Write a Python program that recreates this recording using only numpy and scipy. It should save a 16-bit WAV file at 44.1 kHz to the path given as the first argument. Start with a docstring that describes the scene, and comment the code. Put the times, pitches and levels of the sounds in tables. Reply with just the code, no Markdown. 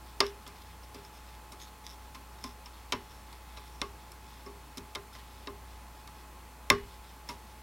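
"""Hand-turned metal gears

Two hand-cut metal gears on brass tubes are turned by hand on a wooden workbench.
Rough teeth bind, scrape and snap past each other; each snap cracks, rings the tube and thumps the bench.
Light ticks and soft low bumps on the bench fall between the snaps.
Behind them a small workshop hums, with the thin whine of a fan."""
import sys
import numpy as np
from scipy import signal
from scipy.io import wavfile

SR = 44100
rng = np.random.default_rng(int(sys.argv[2]) if len(sys.argv) > 2 else 0)


def store_pcm(level_fs):
    """Save levels as 16-bit WAV."""
    pcm = np.round(np.clip(level_fs, -1, 1) * 32767).astype(np.int16)
    wavfile.write(sys.argv[1], SR, np.atleast_2d(pcm).T)


N = 336042
RING_TIME = np.arange(SR // 3) / SR   # seconds since a hit began
BAND_EDGES_HZ = np.geomspace(22, 17000, 30)
BAND_HZ = np.sqrt(BAND_EDGES_HZ[1:] * BAND_EDGES_HZ[:-1])

# Sharp snaps, light ticks and soft low bumps on the bench. 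Each row: start in seconds, level in dB,
# contact time in seconds, boosts in dB for bench thud, board knock, tube ring and sharp edge,
# then the gear's note in Hz.
HITS = [ (0.2042, 12, 0.0018, -5.5, 8.5, -9, 0.5, 5030), (0.465, -13, .02, -1, 1, -20, 2, 3330),
        (0.477, -21.5, 0.0025, -4, -4, -12, 20, 3500), (0.945, -16, 0.0093, 10, 13, -16, 10, 4900),
        (1.520, -15.5, 0.0087, 8, 1.5, -17, 13, 3840), (2.147, -13, 0.0088, 4.5, -16, 3.5, 7, 2090),
        (2.4401, -9, 0.003, 9.5, -2, 6.5, 12, 5200), (2.659, -16.5, 0.0068, -10, -12, -16, 6, 5380),
        (2.9227, 5, 0.002, 2.5, 3, -11, 2, 3110), (2.930, -2, 0.0024, -12, 5, -4, 0, 2000),
        (3.327, -20, 0.0045, -4, -10, -10, 11, 3660), (3.572, -13.5, 0.0074, -14, 2, -23, 2, 3850),
        (3.8159, 2, 0.00092, -0.5, 3.5, -1.5, 1, 3560), (4.118, -22, 0.0027, -14, 4, -8, 20, 5240),
        (4.463, -19, .025, 15.5, 19, 10.5, 3, 5300), (4.7723, -12, 0.0088, 14.5, 0, -17, 14, 5130),
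        (4.9505, -6.5, 0.00093, 0, -10, -16, 8, 3720), (4.955, -3.5, .0015, 2, 5, -4, 2, 3730),
        (5.150, -14, 0.014, 0, -3, 1, 4, 2020), (5.4722, -7, 0.0014, 5.5, 9, 1.5, -13, 3830),
        (6.075, -18, 0.0011, -6, -12, -16, 12, 3800), (6.701, 15, 0.0012, 6, 4, -3.5, 6.5, 2020),
        (7.289, -8, 0.0036, 8.5, -10, 7, 7.5, 5330), (7.296, -10, 0.024, -14, 9.5, 5, 8, 2140)]
# Where a hit's tone is shaped, in Hz: thud, knock, dip, bottom and top of the metal's ring, edge.
COLOUR_HZ = (260, 480, 750, 1200, 4300, 10000)


def snaps_ticks_and_bumps(dip_db=-4.5, plate_db=-2.5):
    """Each hit, from a tooth slipping free to a soft bump, sets the gears, tube and bench ringing."""
    out = np.zeros(N)
    noise = noise_bands(N)
    for start, db, contact, thud_db, knock_db, tube_db, edge_db, gear_hz in HITS:
        # the bench carries the lows, a sharp edge the highs
        colour = list(zip(COLOUR_HZ, (thud_db, knock_db, dip_db, 0, 0, edge_db)))
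        ring_scale = 0.97 * from_db(0.03 * db)   # harder hits ring a little longer
        sound = contact_noise(noise, db, contact, gear_hz, colour, ring_scale)
        sound += gears_and_bench_ring(colour, ring_scale)
        # each hit favours one note of the gear, quickly damped by the fingers
        sound += ringing_note(gear_hz, db=9.5, fade_s=125 / gear_hz, build_cycles=0.73)
        sound += tube_ring(start, tube_db, ring_scale)
        add(out, start, from_db(db) * sound)
    # the gear plate sounds loudest near its own high note
    return out + from_db(plate_db) * resonate(out, hz=5450, width_hz=550)


# The tone of a hit's first burst. Each row: pitch in Hz, level in dB.
CONTACT_TONE = [(60, -10), (250, 1.5), (700, -4), (1100, -8), (1600, -11.5), (2200, 6.5), (2900, -9),
                (3800, -1.5), (5500, -8), (7200, -14.5), (10000, -19), (16000, -30)]
# The tone of the dense ring after it, its tail. 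Each row: pitch in Hz, level in dB.
TAIL_TONE = [(60, 0), (200, -9), (500, -14), (750, -2), (1100, 5.5), (1600, -6.5), (2200, -18),
             (3500, -16.5), (5500, -23), (7500, -32), (16000, -48)]
# How long the tail lasts. Each row: pitch in Hz, fade time in seconds before ring_scale stretches it.
TAIL_FADE = [(100, 0.5), (400, 0.15), (1200, 0.096), (2500, 0.38), (6000, 0.15), (14000, 0.076)]


def contact_noise(noise, db, contact, gear_hz, colour, ring_scale):
    """The contact makes a burst of noise, and the bench and room give it a dense tail."""
    hz = BAND_HZ[:, None]
    # low notes of the burst build more slowly and last longer than high ones
    rise_s = 0.014 * contact + 0.61 / hz
    fade_s = 18 * contact / (1 + hz / 5000) + 20 / hz
    onset = from_db(at_hz(CONTACT_TONE, hz)) * burst(rise_s, fade_s)
    tail = from_db(at_hz(TAIL_TONE, hz)) * burst(0.0024, ring_scale * at_hz(TAIL_FADE, hz))
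    # the harder the hit, the stronger the noise around the gear's note
    note_db = (3.5 + 0.29 * db) * bell_curve(np.log2(hz / gear_hz), width=0.2)
    envelope = np.hypot(onset, tail) * from_db(at_hz(colour, hz) + note_db)
    offset = rng.integers(N - len(RING_TIME))
    grain = noise[:, offset:offset + len(RING_TIME)] * envelope
    # the blow sets the energy of each band, only the grain is chance
    wanted_power = noise.var(axis=1) * envelope.var(axis=1)
    return np.sqrt(wanted_power / grain.var(axis=1)) @ grain


# The notes that gears, tubes and bench share. Each row: pitch in Hz, level in dB,
# fade time in seconds before ring_scale stretches it.
SHARED_NOTES = [(96.5, 5.5, 0.24), (190, -21, 0.22), (242.1, 8, 0.21), (267.5, 8, 0.079), (360, 5, 0.22),
                (403.5, 17.5, 0.25), (445, 1, 0.22), (595, 6.5, 0.069), (684, -16, 0.41),
                (987, 11.5, 0.072), (980, 3, 0.34), (1132, 5, 0.14), (1189, 13, 0.11), (1530, -24, 0.38),
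                (2090, -8, 0.34), (2114, 6, 0.071), (2660, 2, 0.12), (2930, 0, 0.42), (3110, 0, 0.042),
                (3580, 1, 0.059), (5440, -8, 0.016), (5500, -6, 0.13)]


def gears_and_bench_ring(colour, ring_scale, vary_db=2.0):
    """The joined parts shake at their natural notes, in a slightly different mix on each hit."""
    sound = np.zeros(len(RING_TIME))
    for hz, db, fade_s in SHARED_NOTES:
        level_db = db + at_hz(colour, hz) - vary_db * rng.standard_normal()
        sound += ringing_note(hz, level_db, ring_scale * fade_s, build_cycles=9.3)
    return sound


# The tube's note as its lean changes. Each row: time in seconds, pitch in Hz.
TUBE_PITCH = [(0.2, 1070), (2.4, 1048), (4.5, 1115), (5.0, 1035), (6.7, 1090), (7.29, 960)]


def tube_ring(start, boost_db, ring_scale):
    """The brass tube rings at a pitch that depends on how it leans in its hole."""
    hz = np.interp(start, *np.transpose(TUBE_PITCH))
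    return ringing_note(hz, db=19 + boost_db, fade_s=0.14 * ring_scale, build_cycles=9.6)


# Teeth dragging over each other. Each row: middle in seconds, about half the length in seconds,
# level in dB, squeak pitch in Hz.
SCRAPES = [(0.267, .008, -51, 5200), (0.293, .02, -64, 5400), (0.624, 0.0086, -58, 5040),
           (.843, 0.0057, -55.5, 5430), (1.052, 0.018, -59, 5230), (1.17, 0.028, -63, 5230),
           (1.605, .007, -62, 4040), (1.625, 0.014, -51, 6440), (1.676, 0.013, -61, 4200),
           (1.864, 0.013, -51.5, 5000), (1.918, .022, -56.5, 5400), (2.457, 0.041, -58.5, 5300),
           (2.755, 0.011, -62.5, 4280), (3.126, 0.088, -67.5, 5450), (3.68, 0.16, -67, 5570),
           (4.783, 0.0022, -45, 5000), (5.139, 0.0063, -52.5, 5150), (5.201, 0.027, -59, 2920),
           (7.31, 0.025, -63, 5160)]
# The notes of the gear plate. Each row: pitch in Hz, width in Hz, level in dB.
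PLATE_NOTES = [(2030, 310, -2.5), (3520, 510, 3), (4370, 1500, -2), (5320, 700, 0.5), (8040, 400, -11),
               (11200, 3500, -15.5)]


def tooth_scrapes(slips_per_s=1500, uneven_db=3.5, rub_db=-71.5, rub_swing_db=10,
                  treble_hz=6500, treble_db=3, squeak_db=-2):
    """Burrs catch and slip in quick, uneven ticks that ring the gear plate; a faint rub never stops."""
    t = np.arange(N) / SR
    slips = (rng.random(N) < slips_per_s / SR) * rng.choice([-1, 1], N)
    slips = slips * from_db(uneven_db * np.minimum(rng.exponential(1, N), 4))
    plate = unit_level(sum(from_db(db) * resonate(slips, hz, width) * (-1) ** k
                           for k, (hz, width, db) in enumerate(PLATE_NOTES)))
    low = signal.sosfilt(signal.butter(3, treble_hz, "low", fs=SR, output="sos"), plate)
    high = signal.sosfilt(signal.butter(3, treble_hz, "high", fs=SR, output="sos"), plate)
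    bright_plate = low + from_db(treble_db) * high
    out = from_db(rub_db + rub_swing_db * np.tanh(drift(per_s=14))) * plate
    chatter_db = 2.5 * drift(per_s=150)   # rough tooth sides make the pressure uneven
    for middle, half, db, squeak_hz in SCRAPES:
        near = np.abs(t - middle) < 4 * half
        squeak = from_db(squeak_db) * unit_level(resonate(slips[near], squeak_hz, width_hz=300))
        pressure = from_db(db + chatter_db[near]) * bell_curve(t[near] - middle, half)
        out[near] += pressure * (unit_level(bright_plate[near]) + squeak)
    return out


# The rush of the workshop's air. Each row: pitch in Hz, level in dB.
AIR_TONE = [(25, -43), (45, -41.5), (95, -40), (130, -40.5), (270, -42.5), (600, -47), (780, -44),
            (980, -42), (1500, -48.5), (2300, -51.5), (4500, -58), (8000, -58.5), (12000, -60),
            (16000, -62)]
# Mains hum and fan whine. 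Each row: pitch in Hz, level in dB, pitch wander in Hz, level flutter in dB.
HUM_AND_FAN = [(59.9, -53, 0.37, 1.5), (90.5, -69, 2.82, 4.5), (853.5, -60.5, 1.245, 0.75),
               (1071, -69, 3.98, 1), (2535, -76, 4.44, 2), (4210, -78, 4.97, -0.2), (4480, -77.5, 5.3, 1.5),
               (9140, -81.5, 17, .5)]


def workshop():
    """Steady air noise lies under the mains hum and the slightly wavering tones of a fan."""
    out = from_db(at_hz(AIR_TONE, BAND_HZ)) @ noise_bands(N)
    for hz, db, wander_hz, flutter_db in HUM_AND_FAN:
        phase = 2 * np.pi * np.cumsum(hz + wander_hz * drift(per_s=12)) / SR
        out += np.sqrt(2) * from_db(db + flutter_db * drift(per_s=7.3)) * np.sin(phase)
    return out


def ringing_note(hz, db, fade_s, build_cycles):
    """A struck note builds over about build_cycles, then fades; db is its peak in the spectrum."""
    shape = swell(build_cycles / hz, fade_s)
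    return from_db(db) * 2 * shape / shape.sum() * np.sin(2 * np.pi * (hz * RING_TIME + rng.random()))


def swell(rise_s, fade_s):
    """A loudness curve that builds up and dies away, losing 60 dB every fade_s seconds."""
    return (1 - np.exp(-RING_TIME / rise_s)) * np.exp(-np.log(1000) * RING_TIME / fade_s)


def burst(rise_s, fade_s):
    """A swell with a total energy of 1."""
    shape = swell(rise_s, fade_s)
    return shape / np.sqrt(np.sum(shape ** 2, axis=-1, keepdims=True))


def resonate(x, hz, width_hz):
    """Let through the part of a sound near one pitch."""
    return signal.lfilter(*signal.iirpeak(hz, hz / width_hz, fs=SR), x)


def noise_bands(size):
    """White noise in bands a third of an octave wide; neighbours are unrelated."""
    white = rng.standard_normal((2, size + SR // 4))
    filters = [signal.butter(2, edges, "band", fs=SR, output="sos")
               for edges in zip(BAND_EDGES_HZ, BAND_EDGES_HZ[1:])]
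    return np.array([signal.sosfilt(band, white[k % 2])[-size:] for k, band in enumerate(filters)])


def drift(per_s):
    """A random wander, about 1 in size, that heads for a new value per_s times a second."""
    points = rng.standard_normal(2000)
    return unit_level(np.interp(np.arange(N) / SR * per_s, np.arange(len(points)), points))


def at_hz(table, hz):
    """Read a table at any pitch, sliding smoothly between its rows."""
    pitches, values = np.transpose(table)
    return np.interp(np.log(hz), np.log(pitches), values)


def add(out, start, sound):
    """Mix a sound in at a start time in seconds."""
    first = round(start * SR)
    out[first:first + len(sound)] += sound[:N - first]


def bell_curve(x, width):
    return np.exp(-0.5 * (x / width) ** 2)


def from_db(db):
    return 10 ** (np.asarray(db) / 20)


def unit_level(x):
    return x / np.sqrt(np.mean(x ** 2) + 1e-20)


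def scene():
    """One close microphone hears everything, the same in both channels."""
    return np.tile(snaps_ticks_and_bumps() + tooth_scrapes() + workshop(), (2, 1))


# A faint hiss. Each row: pitch in Hz, level in dB.
HISS_TONE = [(30, -104), (70, -88), (150, -79), (500, -63), (1100, -90), (2200, -83), (4500, -71),
             (9000, -69), (15000, -69.5)]


def record(dry, cutoff_hz=15950):
    """Hiss is added on the left and subtracted on the right; the highest treble is cut."""
    hiss = from_db(at_hz(HISS_TONE, BAND_HZ)) @ noise_bands(N)
    treble_cut = signal.ellip(12, 0.1, 80, cutoff_hz, fs=SR, output="sos")
    return signal.sosfilt(treble_cut, dry + hiss * [[1], [-1]])


dry = scene()
out = record(dry)
store_pcm(out)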